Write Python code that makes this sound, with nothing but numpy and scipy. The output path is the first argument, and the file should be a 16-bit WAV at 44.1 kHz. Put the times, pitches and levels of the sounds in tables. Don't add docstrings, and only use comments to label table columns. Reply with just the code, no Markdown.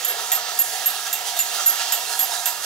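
import sys
import numpy as np
from scipy import signal
from scipy.fft import rfft, irfft
from scipy.io import wavfile
from scipy.ndimage import uniform_filter1d, map_coordinates

SR = 44100
rng = np.random.default_rng(int(sys.argv[2]) if len(sys.argv) > 2 else 0)


def convert_level_to_amplitude(level_db):
    exponent = np.asarray(level_db, float) / 20
    return 10 ** exponent


def unload_wav(signal):
    wavfile.write(
        sys.argv[1],
        SR,
        np.round(np.clip(np.atleast_2d(signal).T, -1, 1) * 32767).astype(np.int16),
    )


N = 116865


def level(x, db):
    return x * convert_level_to_amplitude(db) / np.sqrt(np.mean(x ** 2))


def shape(x, table, share=1, turn=0):
    f, p = np.fft.rfftfreq(N, 1 / SR) + 1, np.array(table, float)
    v = np.interp(np.log(f), np.log(p[:, 0]), p[:, 1])
    return irfft(rfft(x) * convert_level_to_amplitude(share * v) * np.exp(1j * turn * v), N)


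def band(x, hz, width):
    return signal.lfilter(*signal.iirpeak(min(hz, .45 * SR), hz / width, fs=SR), x)


def fade(t, t60):
    return (t >= 0) * np.exp(-np.log(1000) * np.abs(t) / t60)


def hump(t, centre, half_s):
    return np.exp(-.5 * ((t - centre) / half_s) ** 2)


def walk(rate):
    k = int(SR / rate)
    held = np.repeat(rng.standard_normal(N // 1000)[:N // k + 1], k)[:N]
    return 1.7 * uniform_filter1d(uniform_filter1d(held, k), k)


def steady(x):
    power = uniform_filter1d(x ** 2, size=int(.04 * SR))
    return x * (np.mean(x ** 2) / power) ** (.6 / 2)


# frequency in Hz, level in dB.
ROOM_TONE = [(15, -57), (25, -26), (124, -7.5), (214, -9.5), (328, -10.5), (400, 1), (520, -71),
             (880, -120)]


def room_tone():
    mid, side = shape(rng.standard_normal((2, N)), ROOM_TONE + [(600, -53)])
    return level(mid + .12 * side * np.array([[1], [-1]]), -59)


def room(x, db):
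    t, out = np.arange(SR // 3) / SR, np.zeros((2, N + SR))
    k = int(.3 * SR)
    window = np.sin(np.pi * np.arange(2 * k) / (2 * k))
    x = np.pad(x, (k, 2 * k))
    for i in range(0, N + k, k):
        tail = rng.standard_normal((2, len(t))) * fade(t - .002, .28)
        tail = tail / np.sqrt(np.sum(tail ** 2) / 2)
        tail = signal.lfilter(*signal.butter(2, 2290, "high", fs=SR), tail)
        piece = signal.fftconvolve((x[i:i + 2 * k] * window)[None], tail, axes=1)
        out[:, i:i + piece.shape[1]] += piece[:, :N + SR - i]
    return convert_level_to_amplitude(db) * out[:, k:k + N]


# frequency in Hz, lead of the left port in radians.
LEAD = [(0, 0), (950, 0.8242), (2670, 1.16), (3010, -1.2), (4310, 1.8), (5080, 0.54), (8610, 1.81),
        (10200, 2), (12100, 1.8), (12600, 1.6), (13300, 1), (15500, 1.5), (16100, -0.2), (16500, 0.2)]


def ports(x, pan_db):
    return np.array([shape(x * convert_level_to_amplitude(pan_db / 2), LEAD, 0, 0.92), x * convert_level_to_amplitude(-pan_db / 2)])


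# frequency in Hz, left minus right in dB.
SHADE = [(60, 0.0), (110, 0.0), (200, 0.0), (380, -1.5), (700, -2.5), (1290, -5), (2380, -11), (4400, -12),
         (8120, -5.5), (15000, -10)]


def shade(x):
    return np.array([shape(x[0], SHADE, 0.33), shape(x[1], SHADE, -0.5)])


def sway(x, t):
    moved = t * SR + .4 * np.sin(2 * np.pi * t / 1.3)
    return np.array([map_coordinates(x[0], [moved], order=5, mode="mirror"), x[1]])


# centre in seconds, frequency in Hz, #
# level in dB, half length in seconds.
PANEL_BUZZES = [(0.106, 495.0, -39.5, 0.017), (0.155, 712, -32, 0.0086), (0.324, 2370, -40, 0.01),
                (0.33, 1890, -33, 0.0078), (0.337, 2743, -34, 0.0079), (0.387, 1268, -35.5, 0.015),
                (0.74, 445.5, -45, 0.017), (1.044, 5792.0, -39, 0.02), (1.146, 2734.0, -36.5, 0.014),
                (1.28, 958, -37, 0.029), (1.282, 3330, -40, 0.0084), (1.292, 3700, -40.0, 0.016),
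                (1.37, 4500.0, -49, 0.0094), (1.371, 3720, -33, 0.016), (1.403, 2750, -35, 0.01),
                (1.558, 4360, -41, 0.017), (1.598, 1360, -33, 0.013), (1.637, 5930, -38, 0.0099),
                (1.694, 1345, -32.5, 0.011), (1.734, 1313, -37, 0.014), (1.807, 925.0, -38.5, 0.011),
                (1.81, 1370, -38.5, 0.026), (1.813, 1695, -37.5, 0.011), (1.866, 1679.0, -45, 0.034),
                (1.929, 2990, -33, 0.0071), (1.93, 1880, -38, 0.013), (1.937, 2700, -38.0, 0.018),
                (1.985, 707.6, -41, 0.11), (2.013, 947.0, -39.5, 0.044), (2.118, 1421.0, -42, 0.028),
                (2.122, 740, -43, 0.012), (2.125, 4230, -38, 0.039), (2.127, 4150, -45, 0.061),
                (2.137, 1668, -36.5, 0.023), (2.138, 947.0, -40.5, 0.028), (2.2, 3370, -38, 0.012),
                (2.236, 753.0, -34.5, 0.013), (2.291, 712, -34.5, 0.013), (2.327, 3768.0, -35, 0.0088),
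                (2.333, 917, -33.5, 0.014), (2.347, 714.5, -40, 0.07), (2.349, 746, -42, 0.011),
                (2.355, 1679.0, -38, 0.013), (2.384, 3890, -40.0, 0.02), (2.467, 2713.0, -39.5, 0.022),
                (2.472, 1604, -43, 0.024), (2.48, 732.0, -36.5, 0.0098), (2.512, 956, -37.5, 0.038),
                (.2, 3690, -41.5, 0.021), (.2, 4900, -40, .015), (0.247, 6150, -46, 0.013),
               (0.493, 1308, -36.5, 0.017), (1.99, 3300, -44, 0.025), (2.128, 5000, -38, 0.024),
               (2.24, 4890, -43.5, .04), (2.328, 5300, -37, .015), (2.35, 4900, -43, .02),
               (2.5, 4860, -40, .04)]
# centre in seconds, level in dB, half length in
# seconds.
BELL_PINGS = [(0.35, -44, 0.019), (0.477, -43, 0.022), (.605, -39, .02), (.875, -40.5, 0.022),
              (1.095, -43.5, .015), (1.196, -46, 0.035), (1.408, -48, 0.023), (1.54, -46, .04),
              (1.796, -44, 0.016), (1.983, -44, 0.028), (2.08, -43, .05), (2.21, -51, 0.018),
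              (2.547, -45.5, .03)]


def rattles(t):
    chance = uniform_filter1d(rng.standard_normal(N), size=150) * 12
    back = chance[::-1]
    bent = t + .006 * np.cumsum(back - uniform_filter1d(back, size=2000)) / SR
    buzz = ping = 0
    for s, hz, db, half in PANEL_BUZZES:
        buzz = buzz + convert_level_to_amplitude(db) * hump(t, s, max(half, .005)) * np.sin(2 * np.pi * hz * bent)
    for s, db, half in BELL_PINGS:
        ping = ping + convert_level_to_amplitude(db) * hump(t, s, max(half, .005))
    ping = ping * np.sin(2 * np.pi * 2733 * (t + bent) / 2)
    return convert_level_to_amplitude(1 + 4.5 * chance) * (buzz + ping)


# time in seconds, gear effort in dB, left minus right in dB,
# share of the floor pan in dB, share of the side panels in dB.
EFFORT = [(0, -28.5, -3.5, -3.5, -2.5), (.3, -30, -2, 2.5, 1), (.65, -30, -2.5, 1, -1),
          (1.0, -29.5, -2.5, -0.5, 0), (1.35, -30.5, -2, 2, -1.5), (1.6, -28, -3.5, -4.5, 0.5),
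          (1.95, -29, -3, 2.5, 0), (2.3, -30, -5, 1, -2), (2.5, -31.5, -5, 4.5, 1.5),
          (2.65, -30.5, -4, -5, 2.5)]
# time in seconds, load in dB, lean into the body in dB.
CAM = [(.1, 1, 4), (0.198, 1.5, 4.5), (.33, 1, 2), (.48, 3, -2.5), (.75, 2, 1.5), (.83, 2, 2),
       (1.069, 4, 0), (1.28, 5, -20), (1.369, 3, 3), (1.551, 3, 1), (1.61, 3, 1), (1.73, 0, 4),
       (1.808, 4, -4), (1.9, 1, 1), (2.122, 3, 2.5), (2.23, 0, 3.5), (2.342, 3.5, 3.5), (2.48, 3.5, -4),
       (2.645, 4.5, -3)]
# frequency in Hz, width in Hz, level in
# dB.
BODY = [(451, 133, -6.5), (742, 87.4, 5), (798, 34, -16), (946, 44, 4), (1295, 210, 1.5), (1660, 84, 1.5),
        (1830, 184, -3), (2760, 66, -3.5),
        (3310, 260, -8), (3750, 260, -8), (4310, 220, -11), (4900, 320, -11), (5900, 600, -13)]
# frequency in Hz, level in dB.
CHATTER = [(190, -53), (330, -32), (729, 1.5), (1040, -10.5), (1290, -9.5), (2300, -7.5), (2750, -6.5),
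           (7150, -5.5), (15800, -13.5)]


def gear_teeth():
    turn = np.cumsum(33 * (1 + 0.01 * walk(2.27))) / SR
    spread_db = 2.0 * np.minimum(rng.exponential(size=N), 2.5)
    size = convert_level_to_amplitude(spread_db + 1.2 * np.sin(2 * np.pi * turn))
    return level((rng.random(N) < 7000 / SR) * size * rng.standard_normal(N), 0)


def tin_body(t, teeth, pan_db, side_db):
    body = 0
    for hz, width, db in BODY:
        push = teeth + 1.2 * rng.standard_normal(N)
        ring = steady(band(band(push, hz, width), hz, 3 * width))
        if hz < 600:
            share_db = -3 * (t - 1.57)
        elif hz < 1050:
            share_db = pan_db
        else:
            share_db = side_db if hz < 3000 else 0
        body = body + ring * convert_level_to_amplitude(db + 1.3 * walk(13.53) + .3 * walk(6.4) + share_db)
    return body


def gears(t):
    when, effort_db, _, pan_db, side_db = np.array(EFFORT).T
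    load = np.interp(t, when, effort_db)
    lean = 0
    for s, load_db, lean_db in CAM:
        press = hump(t, s, .014)
        load = load + load_db * press
        lean = lean + lean_db * press
    teeth = gear_teeth()
    body = tin_body(t, teeth, lean + np.interp(t, when, pan_db), lean + np.interp(t, when, side_db))
    white = shape(teeth + rng.standard_normal(N), CHATTER)
    chatter = 0
    for hz in 400 * 1.5 ** np.arange(10):
        chatter = chatter + steady(band(white, hz, hz / 2.5)) * convert_level_to_amplitude(1.8 * walk(12))
    return (level(body, -6.5) + level(chatter, -2.5)) * convert_level_to_amplitude(load)


# frequency in Hz, level in dB, t60 in seconds.
HIGH_RING = [(12548, -17, .3), (12570, 0, .7), (12612, -16, .15), (12902, -16, .1), (13160, -15, .06),
             (14225, -26, .08)]
# frequency in Hz, level in dB, t60 in seconds.
LOW_RING = [(7030, -6, .25), (7068, 0, .25), (7125, -8, .15), (7320, -9, .06), (4890, -20, .12),
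            (7690, -14, .08), (2722, -20, .3)]
# time in seconds, level in dB,
# half length in seconds.
BOUNCES = [
    (.0715, -25, .004),
    (.345, -12, .003),
    (.631, -12, .004),
    (1.72, -10, .012),
    (2.202, -8, .002),
]
# frequency in Hz, width in Hz, level in dB.
JANGLE = [(12800, 700, 6), (7720, 850, 2), (14200, 760, -13), (9140, 1400, -12), (3600, 1050, -3.5),
          (1915, 270, -4), (2750, 14, -2)]


def ring_mode(u, hz, db, t60, hold):
    phase, detune, scatter = rng.random(3)
    quiver_db = uniform_filter1d(rng.standard_normal(SR // 3), size=200)[:len(u)] * 14 * 1.2
    after = u - hold
    damped = np.maximum(fade(after, .05), convert_level_to_amplitude(-8) * fade(after, .3))
    size = convert_level_to_amplitude(db + 5 + 2 * scatter + 1.5 + quiver_db) * fade(u, t60) * np.where(u < hold, 1, damped)
    return size * np.sin(2 * np.pi * (hz * (1 + .0008 * (2 * detune - 1)) * u + phase))


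def stroke(t, start, crack_db, high_db, low_db, high_s, low_s):
    i = int(start * SR)
    u, ring = t[i:i + SR // 3] - start, 0
    for modes, db, hold in ((HIGH_RING, high_db, high_s), (LOW_RING, low_db, low_s)):
        for hz, mode_db, t60 in modes:
            ring = ring + ring_mode(u, hz, db + mode_db, t60, hold)
    choke_db = sum(db * hump(u + start, s, half) for s, db, half in BOUNCES)
    ring = ring * convert_level_to_amplitude(choke_db) * np.clip(u / 0.00056, 0, 1)
    noise = rng.standard_normal((2, SR // 3))[:, :len(u)]
    crack = band(noise[0] * fade(u, .032), 9000, 9900)
    shaken = noise[1] * fade(u, .24)
    jangle = sum(convert_level_to_amplitude(db) * band(shaken, hz, width) for hz, width, db in JANGLE)
    hit = ring + convert_level_to_amplitude(crack_db - 4.5) * (crack + convert_level_to_amplitude(-1) * jangle)
    return np.pad(hit, (i, N - i - len(u)))


STRIKE_S = [.0468, .3172, .5888, .8588, 1.1277, 1.3645, 1.3897, 1.6603, 1.9215, 2.1912, 2.4565]
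# crack in dB, high
# ring in dB, low ring in dB.
STRIKES = [(-16, -24.5, -35.5), (-8, -22, -31.5), (-18, -20, -31.5), (-13, -19.5, -38), (-12, -24.5, -34.5),
           (-16, -45, -47), (-11, -27.5, -26), (-13, -17.5, -29), (-8.5, -24.5, -32), (-13, -22.5, -32),
           (-9.5, -29.5, -38)]
# high ring in seconds, low ring in seconds.
HOLDS = [(.07, .06), (.045, .045), (.036, .062), (.022, .04), (.012, .02), (.007, .007), (.035, .038),
         (.043, .05), (.008, .02), (.054, .085), (.018, .04)]


def bell(t):
    return sum(stroke(t, s, *row, *hold) for s, row, hold in zip(STRIKE_S, STRIKES, HOLDS))


def scene():
    t = np.arange(N) / SR
    pan = np.interp(t, *np.array(EFFORT).T[[0, 2]])
    pan = pan - pan.mean()
    whirr = gears(t)
    near = shade(ports(whirr + rattles(t), pan) + room(whirr, -1))
    rings = bell(t)
    near = near + ports(rings, pan - 8) + room(rings, -10) * convert_level_to_amplitude(np.array([[-2.5], [2.5]]))
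    near = sway(near, t)
    low_cut = signal.cheby2(7, 55, 340 * 0.73, "high", fs=SR, output="sos")
    return signal.sosfilt(low_cut, near) + room_tone()


def band_limit(x):
    return signal.sosfilt(signal.butter(12, 16990, fs=SR, output="sos"), x)


def record(dry):
    t = np.arange(N) / SR
    dip = sum(fade(t - s + .003, .02) for s in STRIKE_S)
    dip = uniform_filter1d(uniform_filter1d(dip, size=130), size=130)
    ceiling = .85
    top_cut = signal.ellip(12, .3, 65, 15750, fs=SR, output="sos")
    mix = signal.sosfilt(top_cut, ceiling * np.tanh(dry / ceiling))
    return band_limit(mix * convert_level_to_amplitude(-6 * dip))


dry = scene()
out = record(dry)
unload_wav(out)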